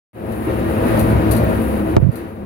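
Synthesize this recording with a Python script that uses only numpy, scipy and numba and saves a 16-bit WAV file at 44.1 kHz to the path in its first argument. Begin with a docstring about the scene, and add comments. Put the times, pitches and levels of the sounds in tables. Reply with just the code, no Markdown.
"""Trolley on a workshop floor

A steel trolley is pushed over concrete, close to a hand-held phone with two microphone ports.
Its knobbly wheels drum the frame into a rumble, grit hisses under them and loose metal parts clink.
A knock overloads the phone, a finger judders over it and the limiter ducks; the trolley rolls on slowly.
"""
import sys
import numpy as np
from scipy import signal
from scipy.fft import rfft, irfft
from scipy.io import wavfile
from scipy.ndimage import uniform_filter1d, minimum_filter1d
from numba import njit

SR = 44100
rng = np.random.default_rng(int(sys.argv[2]) if len(sys.argv) > 2 else 0)


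def wrap_up_sound(samples):
    """Save the sound to the file named by the first command line argument, as 16-bit audio."""
    columns = np.atleast_2d(samples).T
    # keep every value between -1 and 1, then stretch to whole-number steps
    tamed = np.clip(columns, -1, 1)
    steps = np.round(tamed * 32767).astype(np.int16)
    wavfile.write(sys.argv[1], SR, steps)


N = 108045
T, F = np.arange(N) / SR, np.maximum(np.fft.rfftfreq(2 * N, 1 / SR), 1)
START_S, PORT_LAG_S = .132, .00042


# The trolley passing close by. Each row: time in seconds, level in dB, bass and rattle offsets in dB.
ROLLING = [(.135, -53.5, 3, -5), (.16, -34, -5.5, -11), (.2, -31, -2.5, -10), (.33, -26.5, -0.5, -11),
           (.455, -25, -1.5, -7), (.49, -21.5, -2, -8.5), (.57, -21, 0.5, -8), (.68, -22.5, 3, -6.5),
           (.84, -17.5, -4.5, -10.5), (.92, -18, 0.5, -6.5), (1.06, -17.5, 0, -10), (1.19, -17.5, 3, -9.5),
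           (1.28, -17, -1, -9), (1.4, -19, 2, -7.5), (1.62, -21.5, 0.5, -9), (1.9, -24, -3.5, -10),
           (2.02, -23, 6.5, -11), (2.2, -32, -4.5, -7), (2.45, -34.5, 2.5, -11.5)]

def trolley(jolt_db=1, jolts_per_s=22):
    """The wheels drum the frame and shake its joints in uneven jolts."""
    drive = undb(curve(ROLLING) + jolt_db * walk(jolts_per_s)) * (T > START_S)
    return drive * (rumble(curve(ROLLING, column=2)) + rattle(curve(ROLLING, column=3)))


# Modes of the steel frame. Each row: pitch in Hz, width in Hz, relative level in dB.
FRAME_MODES = [(48, 5, -11), (73, 6, 1), (99, 8, -3), (114, 7, -1), (150, 16, -12), (171, 12, -8),
               (199, 9, -6), (219, 12, 0), (247, 14, -5), (318, 11, -2), (341, 16, -5), (363, 12, -11),
               (434, 8, -7), (460, 14, -11), (496, 10, -14), (525, 8, -4), (600, 8, -10), (640, 18, -11),
               (742, 10, -17), (899, 12, -20), (938, 10, -18), (1136, 10, -22)]
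# Frame and floor between the modes. Each row: frequency in Hz, relative level in dB.
BROAD_RESPONSE = [(20, -26), (45, -26), (65, -18), (110, -39), (210, -2), (280, 10.5), (350, 8), (400, 6.5),
                  (560, 6.5), (720, -24), (860, -9), (1100, -49), (1600, -55), (4000, -71)]
# The rumble sits left of the phone. Each row: frequency in Hz, left minus right in dB.
RUMBLE_BALANCE = [(70, 1.4), (150, 1.6), (250, 0.34), (450, 4.9), (750, 6.8), (1200, 8)]

def rumble(bass_db, tyre_hz=1083, bass_edge_hz=222):
    """Tread impacts, softened by the tyres, ring the frame."""
    tread = lambda: ports(bumps(980, spread_db=-1.5))
    modes = modal_response(FRAME_MODES) / (1 + (F / tyre_hz) ** 6)
    ring = unit(through(tread(), modes))
    broad = unit(through(tread(), undb(over_hz(BROAD_RESPONSE))))
    frame = through(ring + undb(-9) * broad, pan(over_hz(RUMBLE_BALANCE)))
    bass = through(frame, 1 / (1 + (F / bass_edge_hz) ** 8))
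    return undb(-.5) * unit(frame - bass) + undb(bass_db) * unit(bass)


# Bearings and joints at close range. Each row: frequency in Hz, relative level in dB.
RATTLE_COLOUR = [(300, 3.5), (700, -2.5), (1000, 6), (1300, 6), (1700, 3), (2250, -0.5), (2800, -7),
                 (3500, -12), (4600, -16), (5200, -22), (7500, -26.5), (12000, -30), (15500, -17)]

def rattle(level_db):
    """Bearings and joints chatter through the many close, high modes of the steel tubes."""
    impacts = ports(bumps(7000, spread_db=1.3))
    ring = rng.standard_normal((2, N)) * fade(0, t60=.068)
    tubes = 1 + 1.65 * unit(np.abs(rfft(ring, 2 * N)))
    chatter = unit(through(impacts, undb(over_hz(RATTLE_COLOUR)) * tubes))
    return undb(level_db - 1) * chatter * pan(2)


# Dents in the concrete. Each row: start in seconds, relative level in dB, pitch in Hz.
FLOOR_DENTS = [(0.467, -5.5, 322.6), (0.47, -17, 375), (0.841, -8, 237)]

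def dents(rise_s=.042, t60=.14):
    """A wheel drops into a dent and rings a single mode."""
    out = 0
    for start, db, hz in FLOOR_DENTS:
        envelope = fade(start, t60) - fade(start, rise_s)
        out = out + undb(db) * envelope * np.sin(2 * np.pi * hz * (T - start))
    return out * pan(2)


# Drones of the frame, just left of centre. Each row: middle and length in seconds, pitch in Hz,
# glide in Hz per second, level in dB.
FRAME_DRONES = [(0.298, 0.2, 218.6, 0, -31), (0.668, 0.59, 330, -5, -24), (.8, 0.22, 218.3, 47, -19.5),
                (1.02, 0.51, 529, 5, -22.5), (1.06, 0.22, 216.3, -30, -20.5),
                (1.251, 0.37, 73.3, -2, -21.5), (.95, 0.15, 109.7, -5, -19), (1.32, 0.21, 111.9, 28, -15.5),
                (1.325, 0.32, 317.8, -7, -22.5), (1.879, 0.21, 318.7, 5, -22.5), (1.428, 0.17, 600, 9, -22),
                (1.5, 0.099, 639, 0, -22.5), (1.621, 0.11, 223.5, -4, -21.5), (1.8, 0.18, 207.2, -130, -20),
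                (2.21, 0.27, 333.8, -130, -30.5), (2.41, 0.15, 205, 0, -29)]

def drones(waver_db=-.5, wavers_per_s=23):
    """The rolling catches single modes of the frame, which swell, waver and die away."""
    out, port_delay = 0, np.array([[0], [PORT_LAG_S]])
    for middle, length, hz, glide, db in FRAME_DRONES:
        t = T - middle
        swell = np.cos(np.pi * np.clip(t / length, -.5, .5))
        level = undb(db + waver_db * walk(wavers_per_s))
        turns = hz * (t - port_delay) + glide * t ** 2 / 2 + rng.random()
        out = out + swell * level * np.sin(2 * np.pi * turns)
    return out * pan(1.5)


# The phone rattling to and fro in the grip. Each row: start in seconds, relative level in dB,
# direction as +1 or -1, T60 in seconds, brightness of the contact in Hz.
GRIP_KNOCKS = [(1.9662, 15, 1, .009, 3200), (1.9674, 22, -1, .011, 3200), (1.9712, 15, 1, .015, 1500),
               (1.9768, 12, -1, .013, 1100), (1.9808, 16, 1, .014, 900), (1.9895, 8, 1, .012, 350),
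               (2.0005, 13, 1, .018, 300)]
# Modes of the phone body. Each row: pitch in Hz, width in Hz, relative level in dB.
PHONE_MODES = [(206, 26, -7), (387, 93, 5.5), (695, 180, 7)]

def knocks():
    """Pushes, hard then softer, hit the right port directly and both ports through the ringing body."""
    push = 0
    for start, db, direction, t60, hz in GRIP_KNOCKS:
        contact = 1 / (1 + 1j * F / hz) ** 2
        push = push + through(undb(db - .5) * direction * fade(start, t60), contact)
    body = through(push, modal_response(PHONE_MODES))
    return np.array([-undb(-4) * body, push + undb(-6.5) * body])


def finger_judder(start=2.023, end=2.105, slips_per_s=47, case_hz=141):
    """A finger slips in jerks by the right port, and each slip thumps the case."""
    slips = np.arange(start, end, 1 / slips_per_s)
    lift = np.clip((end + .011 - T) / .02, 0, 1)
    out = 0
    for due, (late, size_db, tightness) in zip(slips, rng.standard_normal((len(slips), 3))):
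        onset = due + .00098 * late
        hz = case_hz * (1 + .095 * tightness)
        thump = fade(onset, t60=.054) * np.sin(2 * np.pi * hz * (T - onset))
        out = out + undb(13.5 + size_db) * through(thump, resonance(case_hz, width=196))
    return out * lift * undb([[-48], [0]])


# Loose metal, near and to the left. Each row: start in seconds, level in dB, left minus right in dB.
METAL_CLINKS = [(.3196, -49, 16), (0.8787, -45.5, 17), (.973, -39, 12), (0.9936, -29.5, 8),
                (1.3112, -25, 11), (1.344, -46, 6), (1.3647, -35.5, 11), (2.116, -47, 16), (2.127, -51, 8),
                (2.156, -40.5, 13)]
# Modes of the loose part. Each row: pitch in Hz, width in Hz, relative level in dB.
METAL_MODES = [(4200, 110, 1), (4630, 250, 1), (6000, 520, -6.5), (7020, 120, -1.5), (8070, 80, -4),
               (9160, 230, -1), (9240, 200, -1), (10300, 240, 9.5), (11200, 580, 4.5), (12270, 100, 12),
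               (12350, 130, 3.5), (13050, 200, -1), (14000, 560, -12)]

def clinks(t60=.15, room_t60=.46, room_db=-19):
    """A loose steel part chatters briefly, and the workshop carries its ring."""
    shake = 0
    for start, db, side_db in METAL_CLINKS:
        decay = fade(start, t60) + undb(room_db) * fade(start, room_t60)
        shake = shake + undb(db) * pan(side_db) * decay
    return shake * unit(through(bumps(5000, spread_db=2.9), modal_response(METAL_MODES)))


# Grit on the floor, left of the phone. Each row: time in seconds, relative level in dB.
GRIT_LEVEL = [(.135, -61.5), (.2, -50), (.28, -48.5), (.33, -44), (.62, -42), (.8, -39), (.97, -35.5),
              (1.12, -39), (1.27, -39.5), (1.38, -42.5), (1.52, -39), (1.65, -36), (1.92, -44),
              (2.06, -50.5), (2.18, -51), (2.28, -53), (2.45, -60)]
# Its hiss at the microphone. Each row: frequency in Hz, relative level in dB.
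GRIT_COLOUR = [(2000, 0), (5500, -22), (7500, -16), (8700, -10), (10200, 2.5), (11400, -1), (12400, -1),
               (13300, -8), (15800, -5.5)]

def grit():
    """Fine dust crunches under the wheel on the left."""
    grains = unit(through(bumps(12000, spread_db=2.5), undb(over_hz(GRIT_COLOUR))))
    level = undb(curve(GRIT_LEVEL) - 4.5 + 1.3 * walk(per_s=42.96))
    return grains * level * pan(14) * (T > START_S)


# The hand, right at the microphone. Each row: start in seconds, level in dB.
GRIP_TICKS = [(1.242, -39), (1.4415, -28)]

def grip_ticks():
    """The grip makes small, bright ticks on the case."""
    noise = unit(through(rng.standard_normal((2, N)), resonance(15000, width=2800) ** 2))
    return noise * sum(undb(db) * fade(start, t60=.03) for start, db in GRIP_TICKS)


# The phone's two microphone ports. Each row: frequency in Hz, likeness from 0 to 1.
PORT_LIKENESS = [(60, .88), (280, .85), (600, .62), (1000, .4), (2000, .25), (5000, .05)]

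def ports(paths):
    """Two paths mix so that the bass is alike at both ports; the right one hears it later."""
    likeness = over_hz(PORT_LIKENESS)
    mid = through(paths[0], np.sqrt((1 + likeness) / 2))
    side = through(paths[1], np.sqrt((1 - likeness) / 2))
    return np.array([mid + side, through(mid - side, np.exp(-2j * np.pi * F * PORT_LAG_S))])


def undb(db):
    """Decibels to gain."""
    return 10 ** (np.asarray(db) / 20)


def unit(x):
    """Scale to rms 1."""
    return x / np.sqrt(np.mean(x ** 2))


def curve(rows, column=1):
    """One column of a timed table, for every sample."""
    rows = np.array(rows)
    return np.interp(T, rows[:, 0], rows[:, column])


def over_hz(rows):
    """Points joined on a log-frequency axis."""
    hz, value = np.array(rows).T
    return np.interp(np.log(F), np.log(hz), value)


def through(x, response):
    """Filter by a frequency response."""
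    return irfft(rfft(x, 2 * N) * response)[..., :N]


def resonance(hz, width):
    """Response of one mode, gain 1 at its centre."""
    return 1 / (1 + 1j * (F ** 2 - hz ** 2) / (F * width))


def modal_response(modes):
    """Summed response of an object's modes."""
    return sum(undb(db) * resonance(hz, width) for hz, width, db in modes)


def pan(db):
    """Left and right gains for a level difference."""
    return undb(np.array([np.atleast_1d(db), -np.atleast_1d(db)]) / 2)


def fade(start, t60):
    """Sudden start, then a decay of 60 dB in t60 seconds."""
    return (T >= start) * np.exp(-np.log(1000) * np.maximum(T - start, 0) / t60)


def walk(per_s):
    """Smooth random wander with rms 1."""
    hold = max(int(SR / per_s), 2)
    steps = np.repeat(rng.standard_normal(N // hold + 1), hold)
    return unit(uniform_filter1d(steps, hold)[:N])


def bumps(per_s, spread_db):
    """Dense random impacts of uneven size, on two unrelated paths."""
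    hits = rng.random((2, N)) < per_s / SR
    signs = rng.choice([-1, 1], (2, N))
    sizes = undb(spread_db * rng.standard_normal((2, N)))
    return unit(hits * signs * sizes)


def scene():
    """Trolley, grit, loose metal and the hand on the phone."""
    floor = trolley() + dents() + grit() + clinks()
    hand = grip_ticks() + finger_judder() + knocks()
    return floor + hand + drones()


@njit
def recover(need, keep):
    """Gain reduction that rises at once and dies away slowly."""
    out, held = np.empty(len(need)), 0.
    for i in range(len(need)):
        held = max(need[i], held * keep)
        out[i] = held
    return out


def limiter(x, ceiling_rms=.43, detector_s=.03, release_s=.036, lookahead_s=.0071):
    """The phone looks ahead and ducks both channels when either gets too loud."""
    span, ahead = int(detector_s * SR), int(lookahead_s * SR)
    power = uniform_filter1d(x ** 2, span, origin=span // 2 - 1).max(axis=0)
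    need = np.log(np.maximum(power / ceiling_rms ** 2, 1)) / 2
    reduction = recover(need, np.exp(-1 / (release_s * SR)))
    log_gain = uniform_filter1d(minimum_filter1d(-reduction, 2 * ahead), ahead)
    return x * np.exp(log_gain)


def record(dry, low_cut_hz=49, overload_db=9, top_hz=15800):
    """The microphone sheds deep bass and overloads; peaks slip past the limiter and clip; the top is cut."""
    x = signal.sosfilt(signal.butter(4, low_cut_hz, "high", fs=SR, output="sos"), dry)
    x = undb(overload_db) * np.tanh(x / undb(overload_db))
    x = np.clip(limiter(x), -.95, .95)
    return signal.sosfilt(signal.ellip(10, .2, 70, top_hz, fs=SR, output="sos"), x)


dry = scene()
out = record(dry)
wrap_up_sound(out)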